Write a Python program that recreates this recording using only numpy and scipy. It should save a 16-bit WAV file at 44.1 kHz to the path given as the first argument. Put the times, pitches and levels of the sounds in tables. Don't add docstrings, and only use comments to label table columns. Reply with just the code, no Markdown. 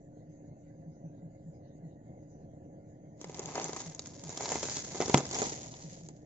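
import sys
import numpy as np
from scipy import signal
from scipy.fft import rfft, irfft
from scipy.io import wavfile
from scipy.ndimage import uniform_filter1d, map_coordinates

SR = 44100
rng = np.random.default_rng(int(sys.argv[2]) if len(sys.argv) > 2 else 0)


def int16_out(signal):
    q = np.round(np.clip(np.atleast_2d(signal).T, -1, 1) * 32767)
    wavfile.write(sys.argv[1], SR, q.astype(np.int16))


N = 275625
TIME = np.arange(N) / SR


def undb(db):
    return 10 ** (np.asarray(db) / 20)


def unit(x):
    return x / np.sqrt(np.mean(x ** 2))


def butter(x, order, hz, kind):
    return signal.sosfilt(signal.butter(order, hz, kind, fs=SR, output="sos"), x)


def curve(rows):
    times, values = np.transpose(rows)
    return np.interp(TIME, times, values)


def walk(rate):
    step = int(SR / rate)
    held = np.repeat(rng.standard_normal(N // step + 4), step)
    smooth = uniform_filter1d(uniform_filter1d(held, step), step)
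    return unit(smooth[step:step + N])


def colour(x, points, size=4096):
    hz, db = np.transpose(points)
    grid = np.maximum(np.fft.rfftfreq(size, 1 / SR), 1)
    shape = undb(np.interp(np.log(grid), np.log(hz), db))
    cepstrum = irfft(np.log(shape))
    response = irfft(np.exp(rfft(2 * cepstrum[:size // 2], size)))
    return signal.fftconvolve(x, response / np.linalg.norm(response))[:len(x)]


def tone(hz, t):
    return np.sin(2 * np.pi * hz * t)


def gliding_phase(hz):
    return 2 * np.pi * np.cumsum(hz) / SR


def fade(t, t60):
    return np.exp(-np.log(1000) * t / t60)


def add(out, s, sound):
    i = int(s * SR)
    out[i:i + len(sound)] += sound[:N - i]


def grains(rate, spread_db):
    chance = rng.random(N)
    size = np.minimum(rng.exponential(size=N), 3.8)
    return unit((chance < rate / SR) * rng.choice([-1, 1], N) * undb(spread_db * size))


# (centre [Hz], width [Hz], level [dB])
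NOISE_BANDS = [(1508, 300, -88.5), (1927, 485, -81.5), (2710, 1300, -90.5), (4420, 1600, -89.5),
               (6595, 1230, -79)]


def flickering_noise(count=4):
    flicker_db, flickers_per_s = 5.5, 24
    out = 0
    for hz, width_hz, db in NOISE_BANDS:
        edges = hz + width_hz * np.linspace(-.5, .5, count + 1)
        for low, high in zip(edges, edges[1:]):
            band = butter(rng.standard_normal((2, N)), 2, [low, high], "band")
            flickering = unit(band * undb(flicker_db * walk(flickers_per_s)))
            out = out + flickering * undb(db) / np.sqrt(count)
    return out


def breeze(db=-68):
    return undb(db) * unit(butter(rng.standard_normal((2, N)), 2, 170, "low"))


# (time [s], peak level [dB])
WHOOP_TIMES = [(0.276, -48), (0.862, -44), (1.04, -40), (1.239, -41), (1.465, -41), (1.839, -39.5),
               (3.261, -45), (3.446, -43.5), (3.634, -41.5), (3.869, -40.5), (4.245, -42.5), (5.842, -42.5),
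               (6.032, -44.5)]


def whoops(start_hz=188, end_hz=138):
    length_s, lead_s = .09, .026
    out, t = np.zeros(N), TIME[:int(length_s * SR)]
    hz = start_hz + (end_hz - start_hz) * t / length_s
    swell = np.sin(np.pi * t / length_s) ** 2
    for s, db in WHOOP_TIMES:
        add(out, s - lead_s, undb(db) * swell * np.sin(gliding_phase(hz)))
    return out


# (frequency [Hz], relative level [dB])
RUMBLE_COLOUR = [(25, -22.5), (45, -20), (75, -11.5), (115, -4), (160, -5.5), (200, -8.5), (250, -8.5),
                 (420, -17), (540, -13.5), (700, -16.5), (900, -31), (1200, -40.5), (3000, -70)]
# (time [s], level [dB])
RUMBLE_LEVEL = [(0, -55.5), (1.7, -53), (2.1, -52.5), (4.2, -52), (5.3, -46), (6.25, -53)]
# (frequency [Hz], level [dB])
IDLE_TONES = [(21.7, -56.5), (65.3, -76.5), (157, -60), (300.5, -60), (547, -66.5)]
FIRING_HZ = 22.95
HUM_FADE_DB_PER_S = .5


def engine():
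    throb = 1 + 0.17 * np.cos(gliding_phase(FIRING_HZ * (1 + 0.013 * walk(2.7))))
    rumble = colour(rng.standard_normal(N) * throb, RUMBLE_COLOUR)
    rumble = rumble * undb(curve(RUMBLE_LEVEL) + 1.3 * walk(11.0))
    hum = 0
    for hz, db in IDLE_TONES:
        level = undb(db + 2 * walk(19))
        hum = hum + level * unit(np.sin(gliding_phase(hz * (1 + 0.009 * walk(12)))))
    return rumble + hum * undb(-HUM_FADE_DB_PER_S * TIME)


UNFOLD_T60 = 4.54


def squeeze(flat_s, squeeze_s, hold_s, t60, tail_db):
    before = np.maximum(flat_s - TIME, 0)
    after = np.maximum(TIME - flat_s - hold_s, 0)
    return np.exp(-before / squeeze_s) * np.hypot(fade(after, t60), undb(tail_db) * fade(after, UNFOLD_T60))


# (flattest at [s], squeeze time [s], hold [s],
#   relative film crinkle level [dB], relative biscuit crunch level [dB], lag of the left port [ms])
PACKET_ROW = [(3.579, 0.22, 0.058, -47.5, -41.5, -0.095), (3.764, 0.12, 0.031, -47, -57.5, -0.065),
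              (4.472, 0.16, 0.32, -41.5, -42, 0.049), (5.036, 0.17, 0.14, -43, -45.5, 0.041),
              (5.339, 0.04, 0.14, -40, -39.5, 0.255)]
CRUNCH_T60, CRINKLE_T60 = 1, 0.54
UNFOLD_DB, LEFTOVER_DB = -11, -19
TOUCH_S, LEAVE_S, LEAVE_T60 = 3.16, 5.96, 0.88
GRIP_S = 0.05
CRUNCH_SHARE = 0.7


def strain():
    grip = np.clip((TIME - TOUCH_S) / GRIP_S, 0, 1) ** 2
    contact = grip * fade(np.maximum(TIME - LEAVE_S, 0), LEAVE_T60)
    crinkle = crunch = 0
    for s, squeeze_s, hold_s, film_db, crumb_db, _ in PACKET_ROW:
        film = squeeze(s, squeeze_s, hold_s, CRINKLE_T60, UNFOLD_DB)
        crumbs = squeeze(s, CRUNCH_SHARE * squeeze_s, 0, CRUNCH_T60, LEFTOVER_DB)
        crinkle += (undb(film_db) * film) ** 2
        crunch += (undb(crumb_db) * crumbs) ** 2
    return contact * np.sqrt(crinkle), contact * np.sqrt(crunch)


RATE_POWER = 0.5


def crackle(level, rate, spread_db):
    density = np.maximum(level / level.max(), .03) ** RATE_POWER
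    return level * unit(grains(rate * density, spread_db) / np.sqrt(density))


# (frequency [Hz], relative level [dB])
FILM_COLOUR = [(300, 0), (1000, -10), (1500, -3), (2100, -0.5), (2600, -7.5), (3200, -2.5), (4200, -0.5),
               (5600, 2.5), (6700, 10), (7400, 5), (8100, -21.5)]
# (frequency [Hz], relative level [dB])
CRUMB_COLOUR = [(60, -29.5), (150, -9), (400, -0.5), (620, -1.5), (950, -1), (1110, -7), (1280, -10),
                (1520, -17.5), (2100, -11), (3500, -20), (8000, -40.5)]


def crushing(crinkle, crunch, film_db=-1.5, crumb_db=-2.5, shared=0.81):
    fits_db, fits_per_s = 2.6, 140
    fits = unit(undb(fits_db * walk(fits_per_s)))
    film = crackle(crinkle, rate=950, spread_db=4.3)
    crumbs = crackle(crunch, rate=450, spread_db=3.9)
    both = shared * grains(rate=160, spread_db=-0.5)
    patch = [(hz, db + 2 * rng.standard_normal()) for hz, db in FILM_COLOUR]
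    film_sound = colour((film + both * crinkle) * fits, patch)
    crumb_sound = colour((crumbs + both * crunch) * fits, CRUMB_COLOUR)
    return undb(film_db) * film_sound + undb(crumb_db) * crumb_sound


def snap(buckle_s=.0014, rustle=.12, rustle_t60=.04, click=3.):
    t = TIME[:SR // 10]
    clicks = rng.standard_normal(len(t)) * np.exp(.5 * rng.standard_normal(len(t)))
    run = clicks * (np.exp(-t / buckle_s) + rustle * fade(t, rustle_t60))
    run[0] = click
    return run / np.linalg.norm(run)


# (time [s], relative levels of film tick, biscuit split and knock [dB], knock pitch [Hz])
FRACTURES = [(3.2136, -22.5, -25.5, -35.5, 300.0), (3.2432, -30, -21, -33, 440.0),
             (3.2962, -33, -33, -30.5, 440.0), (3.3447, -33, -22, -41, 930.0),
             (3.3936, -16, -25.0, -27.5, 440.0), (3.458, -16, -23, -38.0, 470.0),
             (3.5547, -18, -16, -23.5, 740.0), (3.5796, -19, -32, -18, 690.0),
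             (3.5978, -25, -20, -30, 710.0), (3.6427, -8.5, -21, -42.0, 380.0),
             (3.6934, -30, -20.5, -27, 410.0), (3.7319, -16.5, -23, -27, 950.0),
             (3.7638, -15, -33, -23.5, 890.0), (3.8036, -21, -19, -37, 930.0),
             (3.8167, -18.5, -24, -45, 430.0), (3.9484, -18.5, -40, -44.0, 260.0),
             (3.9936, -16.5, -17, -39.5, 590.0), (4.02, -28, -34, -50.0, 270.0),
             (4.0587, -19, -26.5, -51, 460.0), (4.0709, -20.5, -31, -50, 270.0),
             (4.2372, -19.5, -35.5, -50, 560.0), (4.2931, -18.5, -31, -31, 610.0),
             (4.3747, -15, -17, -29, 580.0), (4.4084, -18.5, -21.5, -24.5, 930.0),
             (4.4572, -23, -17.5, -24, 880.0), (4.4905, -13, -16, -38, 940.0),
             (4.5002, -19, -21, -31.5, 450.0), (4.5183, -10, -28, -19, 730.0),
             (4.5224, -11.5, -26, -30, 720.0), (4.556, -14.0, -25, -19.5, 420.0),
             (4.6301, -13.5, -13.5, -22, 570.0), (4.639, -23, -21.0, -30.5, 360.0),
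             (4.6537, -14.5, -18.5, -33, 540.0), (4.6863, -28, -21, -27, 920.0),
             (4.6974, -15, -18.0, -33, 520.0), (4.7695, -13, -15, -33.5, 260.0),
             (4.9463, -30, -26, -30, 410.0), (4.9547, -25, -36, -30.5, 430.0),
             (5.0033, -12.5, -21.5, -14, 420.0), (5.0144, -22, -16.0, -21, 440.0),
             (5.022, -13.5, -15.5, -24, 410.0), (5.0593, -22.5, -15, -28.5, 440.0),
             (5.081, -15.5, -23, -25, 360.0), (5.0965, -13, -18.5, -16.5, 420.0),
             (5.1744, -12.5, -7.5, -20, 270.0), (5.1791, -6.5, -17, -23, 470.0),
             (5.2051, -19, -19, -30, 460.0), (5.2534, -23, -18.5, -41.5, 530.0),
             (5.312, -12, -19, -38.5, 720.0), (5.3284, -27, -17, -36.5, 890.0),
             (5.3458, -13.5, -17, -44, 780.0), (5.3518, -18, -20, -41, 260.0),
             (5.373, -22, -25, -32, 510.0), (5.387, -9, -19.5, -20.0, 670.0),
             (5.4181, -11.0, -13.5, -15.5, 390.0), (5.4273, -11.5, -24, -24, 440.0),
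             (5.449, -24, -28, -32, 380.0), (5.4674, -17, -29, -26.5, 260.0),
             (5.5227, -22, -23.5, -29.5, 420.0), (5.74, -37, -27.5, -37.5, 740.0),
             (6.087, -25.5, -34.5, -39, 320.0)]
# (frequency [Hz], relative level [dB])
TICK_COLOUR = [(1000, -18), (4200, -18.5), (5600, -7), (6800, 8), (7400, 2), (8100, -18)]
# (frequency [Hz], relative level [dB])
SPLIT_COLOUR = [(400, -13), (1100, -2.5), (1260, -2.5), (1520, -3.5), (2100, -5.5), (2650, -12.5),
                (3100, -4), (4500, -1.5), (5600, 1.5), (7500, -19.5)]


def own_colour(shape, spread_db=2.0):
    return [(hz, db + spread_db * rng.standard_normal()) for hz, db in shape]


def cracks(tick_db=0, split_db=1, knock_db=0, cycles=5.63, splinter_db=-8, splinter_t60=0.059, low_cut_hz=150):
    splits, knocks, splinters = np.zeros((3, N))
    ticks, t = np.zeros((2, N)), TIME[:SR // 10]
    for s, film_db, break_db, body_db, hz in FRACTURES:
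        crease, piece = own_colour(TICK_COLOUR), own_colour(SPLIT_COLOUR)
        for port in ticks:
            add(port, s, undb(film_db + tick_db) * colour(snap(), crease))
        add(splits, s, undb(break_db + split_db) * colour(snap(), piece))
        add(knocks, s, undb(body_db + knock_db) * tone(hz, t) * fade(t, cycles / hz))
        add(splinters, s, undb(body_db + splinter_db) * fade(t, splinter_t60) / 2)
    knocks = butter(knocks, 1, low_cut_hz, "high")
    splintering = colour(splinters * grains(rate=3100, spread_db=2.5), CRUMB_COLOUR)
    return splits + knocks + splintering, ticks


# (frequency [Hz], relative level [dB])
TEAR_COLOUR = [(300, -9.5), (1300, 9), (1550, -7.5), (2100, 9.5), (2700, 2.5), (4000, -0.5), (6700, 2),
               (8000, -7.5)]
POP_S = 5.1441


def tear(tear_db=7.5, fray_db=-9):
    out, fray_s = np.zeros((2, N)), .003
    for port in out:
        add(port, POP_S - fray_s, undb(fray_db) * colour(snap(), TEAR_COLOUR))
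        add(port, POP_S, undb(tear_db) * colour(snap(buckle_s=0.00073), TEAR_COLOUR))
    return out


# (frequency [Hz], level [dB], time to fall 60 dB [s])
POP_RING = [(141.7, -24, 0.27), (209, -31, 0.13), (256, -27, 0.1), (472, -36.5, 0.14), (726, -20.5, 0.018),
            (974, -14, 0.017), (1295, -26.5, 0.049)]


def pop(blast_db=-4, seam_db=-10, spill_db=-35, spill_t60=0.28, flap_db=-27, flap_t60=0.27):
    out, t = np.zeros(N), TIME[:SR // 3]
    push_s, seam_lead_s, suction = .0007, .0011, .55
    push = np.sin(np.pi * t / push_s) * (t < push_s)
    pull = np.sin(np.pi * t / (2 * push_s)) * (t < 2 * push_s)
    ring = sum(undb(db) * tone(hz, t) * fade(t, t60) for hz, db, t60 in POP_RING)
    spill = colour(grains(rate=1500, spread_db=3)[:len(t)] * fade(t, spill_t60), CRUMB_COLOUR)
    flaps = unit(butter(grains(rate=370, spread_db=2.5), 2, [120, 560], "band"))
    add(out, POP_S - seam_lead_s, undb(seam_db) * push)
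    add(out, POP_S, undb(blast_db) * push + undb(spill_db) * spill)
    add(out, POP_S, undb(flap_db) * flaps[:len(t)] * fade(t, flap_t60))
    add(out, POP_S + push_s, -undb(blast_db) * suction * pull - ring)
    return out


def underbody(x, early_db=-8, late_db=-19, late_t60=0.7):
    t, early_t60, scatter_hz = TIME[:SR // 3], .03, 700
    response = 0
    for db, t60 in [(early_db, early_t60), (late_db, late_t60)]:
        tail = rng.standard_normal((2, len(t))) * fade(t, t60) * (t > .0015)
        response = response + undb(db) * unit(tail)
    response = butter(response, 1, scatter_hz, "high")
    return signal.fftconvolve(x[None], response / np.sqrt(len(t)), axes=1)[:, :N]


def ports(x, lag_ms, pan_db):
    half = lag_ms * SR / 2000
    left, right = (map_coordinates(x, [np.arange(N) - side * half], order=3) for side in (1, -1))
    return np.array([left * undb(pan_db / 2), right * undb(-pan_db / 2)])


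TYRE_PAN_DB = 0.5


def scene(spread_ms=0.11, count=3, pop_echo_db=-4):
    crinkle, crunch = strain()
    places = np.linspace(-1, 1, count) * spread_ms
    spots = [(crushing(crinkle, crunch) / np.sqrt(count), place) for place in places]
    fractures, ticks = cracks()
    spots.append((fractures, 0))
    burst, film = pop(), ticks + tear()
    crushed = sum(x for x, _ in spots)
    echoes = underbody(crushed + film.mean(axis=0) + undb(pop_echo_db) * burst)
    lag_ms = curve([(s + hold_s, lag) for s, _, hold_s, _, _, lag in PACKET_ROW])
    near = sum(ports(x, lag_ms + offset, TYRE_PAN_DB) for x, offset in spots + [(burst, 0)])
    car = ports(engine() + whoops(), lag_ms=0.33, pan_db=-0.2)
    return near + film + echoes + car + flickering_noise() + breeze()


TOP_HZ = 7900


def record(dry, dip=0.25):
    bass_hz, ceiling, dip_hz = 55, .85, (1300, 3800)
    heard = dry - np.array([[dip], [0]]) * butter(dry, 1, dip_hz, "band")
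    thin = butter(heard, 2, bass_hz, "high")
    rounded = ceiling * np.tanh(thin / ceiling)
    return signal.sosfilt(signal.ellip(8, .2, 70, TOP_HZ, fs=SR, output="sos"), rounded)


dry = scene()
out = record(dry)
int16_out(out)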